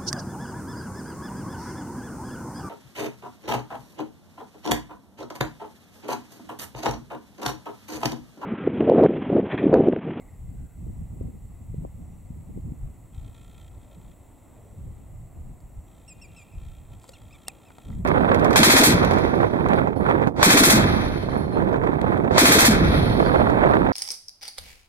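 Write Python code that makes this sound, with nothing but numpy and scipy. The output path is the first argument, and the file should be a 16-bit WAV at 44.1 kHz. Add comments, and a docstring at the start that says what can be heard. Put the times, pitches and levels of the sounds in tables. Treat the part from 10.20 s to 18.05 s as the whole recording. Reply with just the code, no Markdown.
"""Gusts rumble on the microphone of a hand-held camera beside a pond, over a distant wash and steady hiss.
Right by the microphone the lens motor buzzes in spells, its steps ringing the barrel,
and late on the camera body clicks under the fingers. Near the end a gull, straight ahead,
whistles short falling chirps from its syrinx as it takes off; the banks return a dull tail."""
import sys
import numpy as np
from scipy import signal
from scipy.fft import rfft, irfft
from scipy.io import wavfile
from scipy.ndimage import uniform_filter1d

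SR = 44100
rng = np.random.default_rng(int(sys.argv[2]) if len(sys.argv) > 2 else 0)


def output_pcm(signal):
    """Save a mono or channel-first signal as 16-bit PCM at the path in sys.argv[1].

    Samples are clipped to [-1, 1] before scaling.
    """
    pcm = np.clip(np.atleast_2d(signal).T, -1, 1) * 32767
    wavfile.write(sys.argv[1], SR, np.round(pcm).astype(np.int16))


N = 346185
TIME = np.arange(N) / SR
FREQS = np.fft.rfftfreq(N, 1 / SR)
SIDE = np.array([[1], [-1]])  # adds on the left, subtracts on the right

# Stereo width of the background, which sounds nearly mono from 2.5 to 5 kHz.
# Each row: frequency in Hz, side against mid in dB.
BACKGROUND_WIDTH = [(300, -5.5), (800, -9.5), (1500, -6), (2500, -27.5), (5000, -36), (8000, -7),
                    (9500, -5.5), (14000, -2.5)]


def undb(db):
    """Decibels to gain."""
    return 10 ** (np.asarray(db) / 20)


def unit(x):
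    """Scale to rms 1."""
    return x / np.sqrt(np.mean(x ** 2) + 1e-30)


def curve(rows):
    """Join (seconds, value) points by straight lines."""
    return np.interp(TIME, *np.transpose(rows))


def envelope(s, length, attack_s, release_s):
    """Attack, hold and release; the two ramps are centred on the start and the end."""
    return np.clip(.5 + np.minimum((TIME - s) / attack_s, (s + length - TIME) / release_s), 0, 1)


def decay(t, t60):
    """Fall by 60 dB every t60 seconds."""
    return np.exp(-np.log(1000) * t / t60)


def response(points, hz):
    """Gain of a (Hz, dB) spectrum at the given frequencies."""
    f, db = np.transpose(points)
    return undb(np.interp(np.log(hz + 1), np.log(f), db))


def noise(points):
    """Noise of rms 1 with this spectrum, falling away outside its ends."""
    skirts = np.minimum(FREQS / points[0][0], 1) ** 2 / np.maximum(FREQS / points[-1][0], 1) ** 2
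    return unit(irfft(rfft(rng.standard_normal(N)) * response(points, FREQS) * skirts, N))


def wide(points, side_points):
    """Stereo noise from a mid and an unrelated side part."""
    side = irfft(rfft(noise(points)) * response(side_points, FREQS), N)
    return noise(points) + SIDE * side


def walk(rate):
    """Smooth random drift of rms 1 that changes about rate times a second."""
    hold = max(int(SR / rate), 1)
    return unit(uniform_filter1d(np.repeat(rng.standard_normal(N // hold + 1), hold), hold)[:N])


def resonate(x, hz, width):
    """One resonance, gain 1 at its centre."""
    return signal.lfilter(*signal.iirpeak(hz, hz / width, fs=SR), x)


def add(track, s, sound):
    """Mix a short sound in at time s."""
    i = int(s * SR)
    track[i:i + len(sound)] += sound[:N - i]


def hiss(level_db=-66.5):
    """The microphone's own steady noise."""
    # Noise floor. Each row: frequency in Hz, relative density in dB.
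    spectrum = [(1400, -26), (1750, -10.5), (2030, 1), (2350, -10.5), (2650, -6.5), (3000, -12.5),
                (4200, -13), (5000, -20.5), (5700, -14), (6600, -13.5), (7150, -1.5), (8000, 2.5),
                (8600, -8.5), (15500, -10)]
    return wide(spectrum, BACKGROUND_WIDTH) * undb(level_db)


def wash(gain_db=3.5, flicker_db=0.83):
    """The outdoors, heard from far off as a low wash that flickers slightly."""
    # Colour of the wash. Each row: frequency in Hz, relative density in dB.
    spectrum = [(100, -5.5), (280, 9), (420, 1), (700, 2.5), (900, -1.5), (1200, -7), (1600, -16),
                (2500, -19.5), (4500, -42)]
    # Its slow drift. Each row: time in seconds, relative level in dB.
    levels = [(0, -59.5), (.3, -65), (2.5, -64.5), (4.5, -62), (6.5, -62.5), (7.85, -61)]
    return wide(spectrum, BACKGROUND_WIDTH) * undb(curve(levels) + gain_db + flicker_db * walk(10))


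def far_swells(fade_s=0.1):
    """Faint sinking sounds, each smeared into a narrow band by distance."""
    # Each row: start and length in seconds, first pitch, last pitch and bandwidth in Hz, level in dB.
    swells = [(-.04, .19, 2190, 1940, 210, -68.5), (.35, 0.21, 1570, 1460, 200, -76),
              (3.68, 0.09, 610, 568, 70, -61), (4.33, 0.44, 556, 400, 183, -62)]
    out = np.zeros(N)
    for s, length, first_hz, last_hz, width_hz, db in swells:
        hz = np.interp(TIME, [s, s + length], [first_hz, last_hz])
        smear = noise([(10, 0), (width_hz / 2, 0)])
        band = unit(smear * np.sin(2 * np.pi * np.cumsum(hz) / SR))
        out += band * undb(db) * envelope(s, length, fade_s, fade_s)
    return out


def chirr(hz=5850, width_hz=260):
    """A faint, thin chirr of narrow-band noise comes and goes."""
    # Each row: start and length in seconds, level at the crest in dB.
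    spells = [(.52, .42, -85), (1.73, .42, -85), (4.28, 0.39, -84), (5.48, 0.43, -85)]
    swell = sum(undb(db) * np.sin(np.pi * np.clip((TIME - s) / length, 0, 1))
                for s, length, db in spells)
    return swell * unit(resonate(resonate(rng.standard_normal(N), hz, width_hz), hz, width_hz))


def gusts(attack_s=0.055, release_s=0.053, breeze_eddies_db=-13):
    """Strength of the wind's push and of its small eddies: gusts add their power to the breeze."""
    # Breeze between gusts. Each row: time in seconds, relative push in dB.
    breeze = [(0, -49), (.55, -46), (1.2, -40), (2.7, -44), (3.3, -47.5), (4.15, -53), (4.7, -42),
              (5.85, -50.5), (7.4, -53.5)]
    # Gusts. Each row: start and length in seconds, relative push in dB, eddies against the push in dB.
    blows = [ (0.205, .26, -35.5, -13.5), (0.573, 0.29, -33, -13), (0.897, 0.091, -35, -10),
             (0.985, 0.127, -35.5, -2), (1.486, 0.19, -33.5, -12.5), (1.697, .29, -43, -10.5),
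             (2.09, 0.12, -38, -17), (2.28, 0.14, -34.5, -13.5), (2.422, .11, -32, -8),
             (2.587, 0.11, -32.5, -25.5), (2.944, 0.18, -37.5, -16), (3.332, 0.27, -44, -20.5),
             (3.75, 0.21, -48.5, -6), (4.562, 0.21, -40, -17), (4.91, 0.17, -38.5, -26),
             (5.154, 0.18, -36.5, -11.5), (5.416, 0.051, -38.5, -23), (5.549, 0.053, -35, -24),
             (5.95, 0.22, -47.5, -15), (6.336, 0.21, -37.5, -21), (6.577, 0.23, -43.5, -18.5),
             (6.964, 0.22, -48, -39), (7.668, 0.46, -30.5, -4.5)]
    push_power = undb(curve(breeze)) ** 2
    eddy_power = push_power * undb(breeze_eddies_db) ** 2
    for s, length, db, eddies_db in blows:
        power = (undb(db) * envelope(s, length, attack_s, release_s)) ** 2
        push_power += power
        eddy_power += power * undb(eddies_db) ** 2
    return np.sqrt(push_power), np.sqrt(eddy_power)


def wind(push_db=-2, push_churn_db=1.46, eddy_churn_db=3.5):
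    """Large eddies push both microphone ports nearly alike; small ones flurry and differ between them."""
    # Rumble of the large eddies. Each row: frequency in Hz, relative density in dB.
    push_spectrum = [(11, -13), (18, -5), (43, 1.5), (69, 2), (114, -1), (170, -12), (220, -56),
                     (370, -120)]
    # Flutter of the small eddies. Each row: frequency in Hz, relative density in dB.
    eddy_spectrum = [(110, -11.5), (165, 4.5), (240, -4), (310, -12), (400, -20), (600, -28.5), (1000, -43),
                     (2000, -68)]
    # Stereo width of the wind. Each row: frequency in Hz, side against mid in dB.
    width = [(30, -14), (80, -10), (170, -6), (320, 0), (700, 2)]
    push_gain, eddy_gain = gusts()
    push = wide(push_spectrum, width) * undb(push_db + push_churn_db * walk(30))
    eddies = wide(eddy_spectrum, width) * undb(eddy_churn_db * walk(45))
    return push * push_gain + eddies * eddy_gain


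def buffets(port_lag_s=0.00062):
    """Single eddies slap one port, then the other: a pressure dip between two smaller swells."""
    # Each row: centre in seconds, peak in dB, width in seconds.
    slaps = [(.668, -36, 0.00072), (1.012, -23.5, 0.00064), (1.017, -23, .0035), (1.5449, -28, .00065),
             (1.57, -31, .003), (1.586, -23, 0.0019), (1.651, -22, 0.00045), (2.107, -25.5, 0.0016),
             (2.376, -27, 0.00077), (2.491, -27.5, .0021), (2.522, -24, 0.0013), (2.984, -27, 0.0031),
             (6.382, -29, 0.0045)]
    out, t = np.zeros((2, N)), np.linspace(-.03, .03, int(.06 * SR))
    for s, db, width_s in slaps:
        offset_squared = ((t + SIDE * port_lag_s / 2) / width_s) ** 2
        pulses = (offset_squared - 1) * np.exp(-offset_squared / 2)
        for port, pulse in zip(out, pulses):
            add(port, s - len(t) / SR / 2, undb(db) * pulse)
    return out


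def motor_steps(frame_hz=59.94, step_hz=457, count=3, first_s=.009, backlash_s=.0004, slop_s=.00004,
                limp_db=2.5, burst_scatter_db=.8, step_scatter_db=1.6):
    """Once a frame the stepper makes a burst of quick steps; bursts alternate strong and weak."""
    steps = np.zeros(N)
    for frame, s in enumerate(np.arange(first_s, TIME[-1] - 1 / frame_hz, 1 / frame_hz)):
        burst_db = burst_scatter_db * rng.standard_normal() - limp_db * (frame % 2)
        # play in the gears makes each burst catch a little early or late
        start = s + backlash_s * rng.standard_normal()
        for k, (late, size) in enumerate(rng.standard_normal((count, 2))):
            add(steps, start + k / step_hz + slop_s * late, undb([burst_db + step_scatter_db * size]))
    return steps


def lens_motor(gain_db=-0.56, ramp_s=0.0087, load_hz=32, load_db=0.74, scrape=.05, scrape_s=.002):
    """Beside the microphone, the motor's steps ring the lens barrel under a wavering load."""
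    # Barrel resonances. Each row: centre and width in Hz, relative level in dB.
    barrel = [(1350, 43, 4), (1870, 170, -6), (2200, 150, -10.5), (2506, 137, 3), (3145, 76, -0.5),
              (3310, 104, 4), (3630, 72, 0.5), (3910, 49, -1.5), (5480, 480, -15), (6040, 230, -14.5),
              (7060, 900, -10)]
    # Short runs of the motor over long ones. Each row: start and length in seconds, relative level in dB.
    runs = [ (2.934, 0.18, -65.5), (3.121, .37, -64), (3.5, 0.37, -73.5), (3.617, 0.031, -68),
            (3.709, 0.049, -65), (3.789, .155, -70), (3.96, 0.93, -78.5), (5.665, 2.15, -70.5),
            (6.11, 0.12, -66), (6.378, .21, -65.5), (6.722, 0.031, -61.5), (6.81, 0.73, -67),
            (7.551, 0.2, -62.5)]
    steps = motor_steps()
    # the lead screw scrapes briefly after each step
    step_tails = signal.lfilter([1], [1, -np.exp(-1 / (scrape_s * SR))], steps)
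    force = steps + scrape * rng.standard_normal(N) * step_tails
    buzz = unit(sum(undb(db) * resonate(force, hz, width) for hz, width, db in barrel))
    power = sum((undb(db) * envelope(s, length, ramp_s, ramp_s)) ** 2 for s, length, db in runs)
    return buzz * np.sqrt(power) * undb(gain_db + load_db * walk(load_hz))


def body_clicks(grit, gain_db=-21, crack_db=-1, pivot_hz=3000, panel_t60=0.048, crack_t60=0.0057):
    """Each snap rings the camera shell and the pressed panel, with a short gritty crack."""
    # Each row: start in seconds, relative level in dB, shell tilt in dB per octave (also lifts the
    # crack), contact time in seconds, panel pitch in Hz, panel ring in relative dB.
    clicks = [(5.404, -42, -1, 0.0022, 2200, -15), (6.798, -44, 7, 0.0015, 900, -15),
              (6.8415, -30.5, -3.5, 0.00092, 1020, 1.5), (6.8915, -24.5, 2, 0.002, 535, 5),
              (7.018, -35, -3, .001, 1200, -15), (7.2823, -7, 4, 0.00095, 774, -10.5),
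              (7.505, -32.5, -8, 0.00041, 1450, -2), (7.584, -28.5, -6, 0.001, 780, 3),
              (7.703, -35, -8.5, 0.0017, 1310, -8), (7.728, -40, -9, .004, 1980, 6.5)]
    # Shell modes. Each row: frequency in Hz, 60 dB decay time in seconds, relative level in dB.
    shell = [(308, 0.034, -24.5), (526, 0.028, -32), (730, 0.038, -22), (930, 0.025, -6.5),
             (1270, 0.0095, 0), (1906, 0.032, -13), (2100, 0.022, -9.5), (3850, 0.0075, -18),
             (4170, 0.0076, -7), (4570, 0.0089, -4), (6040, 0.005, -14), (7440, 0.0059, -25),
             (8380, 0.011, -3.5), (9600, 0.0032, -11), (11600, 0.0072, -9)]
    out, t = np.zeros(N), TIME[:SR // 10]
    for s, db, tilt_db, contact_s, panel_hz, panel_db in clicks:
        modes = [(hz, t60, mode_db + tilt_db * np.log2(hz / pivot_hz)) for hz, t60, mode_db in shell]
        modes.append((panel_hz, panel_t60, panel_db))
        ring = sum(undb(mode_db) * decay(t, t60) * np.sin(2 * np.pi * hz * t)
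                   for hz, t60, mode_db in modes)
        # the crack lasts while the parts grate on each other, then dies quickly
        crack = grit[int(s * SR):][:len(t)] * decay(np.maximum(t - contact_s, 0), crack_t60)
        add(out, s, undb(db + gain_db) * (ring + undb(crack_db + tilt_db) * crack))
    return signal.sosfilt(signal.butter(3, 12000, fs=SR, output="sos"), out)


def finger_rubs(grit, attack_s=0.017, release_s=.01, grain_db=3):
    """Fingers slide on the shell with a grainy friction noise."""
    # Each row: start and length in seconds, level in dB.
    rubs = [(6.815, 0.048, -64), (6.882, 0.014, -52.5), (6.903, .04, -67), (7.06, 0.11, -85)]
    sliding = sum(undb(db) * envelope(s, length, attack_s, release_s) for s, length, db in rubs)
    return grit * sliding * undb(grain_db * walk(300))


def handling(rock_hz=1300):
    """Clicks and rubs; their lows rock the camera and reach the ports up to a quarter cycle apart."""
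    grit = noise([(2000, -14.5), (4400, 1.0), (6300, -5.0), (7400, 6.5), (8600, 1.0),
                  (10300, -8), (11600, -6), (13000, -13), (15000, -15)])
    mid = body_clicks(grit) + finger_rubs(grit)
    rocking = irfft(rfft(mid) * 1j / np.hypot(1, FREQS / rock_hz), N)
    return mid + SIDE * rocking


def banks(calls, delay_s=0.0083, t60=2.0, tail_db=-6, dull_hz=3400, airborne_s=6.6, turned_db=-9):
    """The banks of the pond return a dull tail, weaker once the bird is airborne and has turned away."""
    t = TIME[:2 * SR]
    tail = rng.standard_normal((2, len(t))) * decay(t, t60) * (t > delay_s)
    tail *= undb(tail_db) / np.sqrt(np.sum(tail[0] ** 2))
    dull = signal.sosfilt(signal.butter(3, dull_hz, fs=SR, output="sos"), calls)
    dull *= undb(turned_db * (TIME > airborne_s))
    mid, side = signal.fftconvolve(dull[None], tail, axes=1)[:, :N]
    return mid + SIDE * side / 4


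def gull(scoop_s=0.0066, scoop_depth=0.068, attack_s=.006, release_s=0.0089):
    """The syrinx whistles a note that scoops up and falls; its harmonics slide through the throat."""
    # Each row: start and length in seconds, top pitch and the pitch it falls to in Hz, fall time in
    # seconds, level before the throat in dB, second and higher harmonics in relative dB, rasp from 0 to 1.
    chirps = [ (5.879, 0.053, 2770, 2450, 0.02, -56, 0.5, 1.5, 0.01),
              (6.015, 0.048, 2760, 2334, .021, -54, 0, -8, 0),
              (6.163, 0.071, 2697, 2374, .027, -55.5, -5, -7, .1),
              (6.319, 0.044, 2627, 2386, 0.02, -65, -8, -13, 0),
              (6.934, 0.013, 2800, 2650, 0.013, -57, -10, -15, 0.43),
              (6.947, 0.019, 3630, 3060, .006, -58.5, -25, -25, 0.1),
              (6.954, 0.023, 2714, 2120, .008, -59.5, -18, -22, 0.06),
              (7.108, 0.0072, 2480, 2430, .015, -57, -3, -18, 0.34),
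              (7.126, 0.0098, 2630, 2450, .007, -53.5, -2, -14, 0),
              (7.139, .028, 2404, 2150, .02, -59.5, -13, -16, 0.53),
              (7.27, 0.037, 2810, 1880, 0.037, -51.5, -14, -12, 0.07),
              (7.458, 0.044, 2650, 2200, .028, -64.5, -5, -20, .12)]
    # Resonances of the throat and open beak. Each row: frequency in Hz, gain in dB.
    throat = [(2200, -2), (2700, 0), (3600, -2), (4700, -14), (5050, -13), (5300, -3), (5500, 1),
              (7000, -1), (7500, 5), (8300, 3), (9800, -16), (11000, -20), (14000, -32)]
    out, waver, flutter = np.zeros(N), walk(500), walk(200)
    for s, length, top_hz, end_hz, fall_s, db, second_db, higher_db, rasp in chirps:
        gate = envelope(s, length, attack_s, release_s)
        on = gate > 0
        past_top = TIME[on] - s - scoop_s
        rise = top_hz * (1 - scoop_depth * (past_top / scoop_s) ** 2)
        fall = end_hz + (top_hz - end_hz) * np.exp(-(past_top / fall_s) ** 2)
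        pitch = np.where(past_top < 0, rise, fall) * (1 + (.003 + .03 * rasp) * waver[on])
        flutter_db = (.7 + 3 * rasp) * flutter[on]
        phase = 2 * np.pi * np.cumsum(pitch) / SR
        harmonics_db = [0, second_db, higher_db, higher_db, higher_db]
        note = sum(response(throat, k * pitch) * undb(harmonic_db) * np.sin(k * phase)
                   for k, harmonic_db in enumerate(harmonics_db, 1))
        # a rasping syrinx alternates strong and weak cycles, which puts lines between the harmonics
        note *= 1 + 2 * rasp * np.cos(phase / 2)
        out[on] += np.sqrt(2) * gate[on] * undb(db + flutter_db) * note
    return out


def scene():
    """The gull is straight ahead on the pond; the lens motor reaches both microphone ports alike."""
    calls = gull()
    outdoors = calls + banks(calls) + wind() + buffets() + wash() + far_swells()
    return outdoors + hiss() + chirr() + lens_motor() + handling()


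def record(dry):
    """The camera cuts the treble steeply above 15750 Hz."""
    return signal.sosfilt(signal.ellip(10, .2, 70, 15750, fs=SR, output="sos"), dry)


dry = scene()
out = record(dry)
output_pcm(out)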